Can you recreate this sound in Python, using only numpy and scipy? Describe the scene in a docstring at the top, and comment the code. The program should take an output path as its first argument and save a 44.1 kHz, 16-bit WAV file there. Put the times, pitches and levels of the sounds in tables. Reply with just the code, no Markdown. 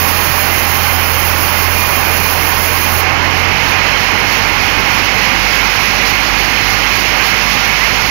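"""A band saw rips a log in a brick shed. Its six-cylinder diesel drones under load, frame and belts roar,
and the teeth tear off chips with a hiss, their harmonics singing out on blade resonances.
At 3 s the blade leaves the wood: hiss and tooth tones stop, the unloaded engine speeds up, and the free
blade rings and rustles, its joint brushing the guides once a loop. Near 7.8 s comes a rising squeak.
Throughout, the microphone softly overloads the right input; the left holds only faint circuit noise."""
import sys
import numpy as np
from scipy import signal
from scipy.fft import rfft, irfft
from scipy.io import wavfile

SR = 44100
rng = np.random.default_rng(int(sys.argv[2]) if len(sys.argv) > 2 else 0)


def unload_audio(sound):
    """Save the sound as a 16-bit wav file, at the path given as the first command line argument."""
    columns = np.transpose(np.atleast_2d(sound))
    # keep every value between -1 and 1, then stretch to whole-number steps
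    steps = np.round(np.clip(columns, -1, 1) * 32767)
    wavfile.write(sys.argv[1], SR, steps.astype(np.int16))


N = 357210
TIME = np.arange(N) / SR
FREE_S = 3.005  # the blade leaves the wood
SAG_S = 0.5  # time constant of the early sag in hiss and rustle

def from_db(db):
    """Level to amplitude ratio."""
    return 10 ** (np.asarray(db) / 20)

def rms_one(x):
    """Normalisation to rms 1."""
    return x / np.sqrt(np.mean(x ** 2) + 1e-20)

def coloured(x, spectrum, outside_db):
    """Spectral weighting, interpolated over log frequency."""
    hz, db = np.transpose(spectrum)
    log_hz = np.log(np.maximum(np.arange(N // 2 + 1) * SR / N, 1))
    return irfft(rfft(x) * from_db(np.interp(log_hz, np.log(hz), db, outside_db, outside_db)), N)

def noise(spectrum):
    """Filtered white noise, rms 1."""
    return rms_one(coloured(rng.standard_normal(N), spectrum, -90))

def drift(corner_hz):
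    """Random modulation: low-passed noise of rms 1, drawn every 40th sample."""
    pole = np.exp(-2 * np.pi * corner_hz * 40 / SR)
    slow = signal.lfilter([1], [1, -2 * pole, pole * pole], rng.standard_normal(N // 40 + 2002))[2000:]
    return np.interp(np.arange(N) / 40, np.arange(len(slow)), rms_one(slow))

def tone(cycles, waver_db, waver_hz):
    """Random amplitude modulation of a sine of rms 1."""
    return np.sqrt(2) * np.sin(2 * np.pi * (cycles + rng.random())) * from_db(waver_db * drift(waver_hz))

def unloading(over_s):
    """Linear ramp from 0 to 1 once the blade is free."""
    return np.clip((TIME - FREE_S) / over_s, 0, 1)

def settling(tau_s):
    """Exponential relaxation from 0 toward 1 once the blade is free."""
    return 1 - np.exp(-np.maximum(TIME - FREE_S, 0) / tau_s)

# Response of exhaust pipe and shed: (frequency [Hz], level [dB])
EXHAUST_RESPONSE = [(42.5, -33.5), (44.5, -33), (48, -29.5), (51, -28.5), (85, -24.5), (87.5, -24),
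                    (89.5, -27), (93, -31), (98, -33.5), (103, -36), (128, -37.5), (134, -36), (142, -43.5),
                    (154, -38), (171, -44), (181, -37), (190, -38.5), (198, -35.5), (205, -38)]
# Tones of unequal cylinders and a driven shaft: (order [per engine cycle], loaded [dB], free [dB])
WEAK_ORDERS = [(7, -49, -44), (8.5, -46, -60), (10, -53, -42), (11, -46, -50), (13, -52, -42),
               (19, -46, -50), (23, -45, -50), (30, -47, -43), (36, -45, -45)]

def engine(loaded_hz=42.68, free_hz=52.4):
    """Periodic firing gives a harmonic series, which rises in pitch as the load comes off."""
    firing_hz = loaded_hz + (free_hz - loaded_hz) * settling(2.4)
    firings = np.cumsum(firing_hz) / SR
    hz, db = np.transpose(EXHAUST_RESPONSE)
    exhaust = sum(from_db(np.interp(k * firing_hz, hz, db)) * tone(k * firings, .75 + .3 * k, waver_hz=4)
                  for k in (1, 2, 3, 4))
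    free, cycles = unloading(1.2), firings / 6
    weak = sum(from_db(loaded_db + free * (free_db - loaded_db)) * tone(k * cycles, 3.5, waver_hz=1.5)
               for k, loaded_db, free_db in WEAK_ORDERS)
    return exhaust + weak

# Noise spectra of the moving parts: (frequency [Hz], relative density [dB])
FRAME_ROAR = [(18, -22), (35, -27), (60, -9), (70, -13.5), (100, -8), (124, -8.5), (300, -9), (510, -9),
              (600, -9.5), (720, -9), (760, -34)]
BELT_ROAR = [(700, -25), (740, -2.5), (775, -0.5), (1000, -1.5), (1150, -2.5), (1500, -4.5), (1770, -5.5),
             (1900, -5), (2470, -24)]
BLADE_RING = [(940, -44), (1600, -7.5), (1770, -6), (2210, -0.5), (2300, -2), (2500, -1.5), (3090, -6),
              (3500, -21), (4550, -35), (7700, -120)]
GUIDE_RUSTLE = [(3000, -49), (3300, 0), (3800, -1), (4060, -2.5), (4120, 2), (4400, 1), (5500, 0.5),
                (6400, -5.5), (6700, -5), (9500, -14.5), (12500, -12), (16000, -15)]
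# Their levels, in that order: (in the wood [dB], just out [dB], settled [dB], time constant [s])
GEAR_LEVELS = [(-25.5, -24, -27, 1.8), (-20.5, -19, -22, 2.7), (-22, -21, -18.5, 0.31),
               (-27, -29, -23.5, 1.1)]

def running_gear():
    """Random vibration and friction: frame and belts roar, the blade rings and rustles in its guides."""
    frame_db, belts_db, ring_db, rustle_db = (
        wood_db + unloading(.06) * (out_db - wood_db) + settling(tau_s) * (settled_db - out_db)
        for wood_db, out_db, settled_db, tau_s in GEAR_LEVELS)
    rustle = from_db(rustle_db + 1.3 * np.exp(-TIME / SAG_S)) * joint_brushing(noise(GUIDE_RUSTLE))
    frame = from_db(frame_db + .54 * drift(5.3)) * noise(FRAME_ROAR)
    belts = from_db(belts_db + .46 * drift(11)) * noise(BELT_ROAR)
    ring = from_db(ring_db + .6 * drift(7)) * noise(BLADE_RING)
    return frame + belts + ring + rustle

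# Modes of blade and frame: (frequency [Hz], bandwidth per stage [Hz], in the wood [dB], free [dB])
MODES = [(595.6, 18, -38.5, -45), (751, 18, -40.5, -42.5), (798, 77, -46, -38), (957, 33, -45, -42),
         (1078.5, 33, -33, -38.5), (1139, 19, -37.5, -47), (1418, 28, -40, -35), (1594, 35, -44, -38.5),
         (2019, 47, -40, -31), (2151, 25, -35.5, -30.5), (2198, 50, -39, -30), (2418, 48, -32, -34),
         (2485, 43, -48, -35), (2628, 33, -36, -33.5), (3055, 43, -44, -36.5), (3215, 32, -52, -41),
         (4130, 70, -50, -38.5), (6620, 80, -45, -61)]

def resonances():
    """Forced resonance: noise drives two-stage resonators; the wood damps some modes and feeds others."""
    free = settling(.2)
    out = 0
    for hz, width_hz, wood_db, free_db in MODES:
        radius = np.exp(-np.pi * width_hz / SR)
        stage = [1, 0, -1, 1, -2 * radius * np.cos(2 * np.pi * hz / SR), radius * radius]
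        gain = from_db(wood_db + free * (free_db - wood_db) + .8 * drift(5))
        out += gain * rms_one(signal.sosfilt([stage, stage], rng.standard_normal(N)))
    return out

# Chips tearing off: (frequency [Hz], relative density [dB])
CHIP_HISS = [(3000, -28), (4000, -16), (6500, -5.5), (10000, -2.5), (12500, -4), (14000, 1), (15000, 0.5),
             (16000, -6)]
# Tooth tones: (harmonic number, level relative to the hiss [dB])
TOOTH_HARMONICS = [(8, -17.5), (9, -16.5), (12, -23), (13, -22), (15, -20.5), (19, -32)]

def cutting(tooth_hz=346.6, wheel_hz=5.79):
    """Random fracture gives hiss; periodic tooth impacts give harmonics that waver with the grain."""
    wheel_angle = 2 * np.pi * wheel_hz * (TIME - .057)
    bite_db = 1.1 * np.cos(wheel_angle) + .5 * np.sin(2 * wheel_angle)  # an untrue wheel varies the bite
    sag_db = 1.5 * (1 - np.exp(-TIME / SAG_S))
    since_free_s = np.maximum(TIME - FREE_S, 0)
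    ending_db = np.maximum(-522 * since_free_s, -11 - 170 * since_free_s)  # quick drop, the shed's tail
    hiss_db = -20.5 - sag_db + bite_db + ending_db
    strikes = np.cumsum(tooth_hz * (1 + .0012 * drift(3) + .003 * drift(40))) / SR
    teeth = sum(from_db(db) * tone(k * strikes, waver_db=3, waver_hz=8) for k, db in TOOTH_HARMONICS)
    singing = from_db(ending_db) * blade_singing(strikes, wheel_angle)
    hiss = from_db(.8 * drift(30)) * noise(CHIP_HISS)
    return from_db(hiss_db) * (hiss + teeth) + singing

# Bursts of singing: (start [s], duration [s], harmonic number, level before the throb [dB])
SINGING_BURSTS = [(0.417, .5, 6, -29), (1.55, 0.14, 6, -30), (1.744, .57, 7, -26.5), (1.9, .5, 6, -34),
                  (2.48, .4, 6, -32), (2.72, .28, 7, -32.5)]

def blade_singing(strikes, wheel_angle, quiet_db=-45, swell_s=.033):
    """Resonance: two tooth harmonics lie on blade modes and sing in bursts, throbbing with the wheel."""
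    throb_db = 4.5 * (np.cos(wheel_angle + 2 * np.pi * .1) - .5)  # leads by a tenth of a turn
    out = 0
    for harmonic in (6, 7):
        level_db = quiet_db + throb_db
        for start_s, length_s, k, db in SINGING_BURSTS:
            if round(k) == harmonic:
                inside_s = np.minimum(TIME - start_s, start_s + length_s - TIME)
                level_db += np.clip(inside_s / swell_s + .5, 0, 1) * (db - quiet_db)
        out += from_db(level_db) * tone(harmonic * strikes, waver_db=2.5, waver_hz=25)
    return out

# Passes of the blade joint through the guides: (time [s], swell before band weighting [dB])
JOINT_PASSES = [(3.38, 6), (3.69, 8), (4.03, 6.5), (4.32, 6.5), (4.64, 5), (4.96, 5), (5.24, 2),
                (5.54, 6.5), (5.83, 5.5), (6.1, 6), (6.41, 5), (6.7, 4), (6.98, 6), (7.27, 7.5),
                (7.53, 5.5), (7.82, 3), (8.07, 3.5)]

def joint_brushing(rustle, sigma_s=.032, split_hz=8200):
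    """Amplitude modulation: the rustle flickers, and swells as the joint passes, most in the treble."""
    swell_db = sum(db * np.exp(-.5 * ((TIME - at_s) / sigma_s) ** 2) for at_s, db in JOINT_PASSES)
    low = signal.sosfilt(signal.butter(8, split_hz, fs=SR, output="sos"), rustle)
    high = signal.sosfilt(signal.butter(8, split_hz, "high", fs=SR, output="sos"), rustle)
    low *= from_db(.36 * swell_db + .64 * drift(15))
    high *= from_db(.66 * swell_db + 1.2 * drift(40))
    return low + high

# Course of the squeak: (time [s], frequency [Hz], level [dB])
SQUEAK_GLIDE = [(7.77, 1650, -40), (7.8, 1880, -24), (7.83, 2040, -19.5), (7.855, 2180, -20.5),
                (7.88, 2330, -26), (7.93, 2450, -40)]

def squeak():
    """A rising glide, roughened by fast amplitude modulation."""
    times, hz, db = np.transpose([(0, 1750, -99), *SQUEAK_GLIDE, (7.95, 2300, -99)])
    cycles = np.cumsum(np.interp(TIME, times, hz)) / SR
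    return from_db(np.interp(TIME, times, db)) * tone(cycles, waver_db=1.5, waver_hz=40)

def scene():
    """Superposition: all sources add in the air, alike in both channels."""
    return np.tile(engine() + running_gear() + resonances() + cutting() + squeak(), (2, 1))

# Circuit noise: (frequency [Hz], relative density [dB])
CIRCUIT_NOISE = [(20, 0), (100, -6), (300, -13), (1000, -20), (3000, -23), (5500, -30), (10000, -33),
                 (16000, -29)]
# Notch that dulls the treble near 8 kHz: (frequency [Hz], gain [dB])
TREBLE_NOTCH = [(6700, -1), (7100, -9.5), (7700, -24.5), (8300, -21), (9000, -16), (9500, -7), (10100, -2)]

def record(dry, input_db=7.5, ceiling=.9, cutoff_hz=15740):
    """Saturation rounds the peaks at right; left is circuit noise. Both are notched and low-passed."""
    driven = from_db(input_db) * dry[1]
    right = ceiling * np.tanh(driven / ceiling)
    left = from_db(-70) * noise(CIRCUIT_NOISE)
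    notched = [coloured(x, TREBLE_NOTCH, outside_db=0) for x in (left, right)]
    return signal.sosfilt(signal.ellip(14, .3, 70, cutoff_hz, fs=SR, output="sos"), notched)

dry = scene()
out = record(dry)
unload_audio(out)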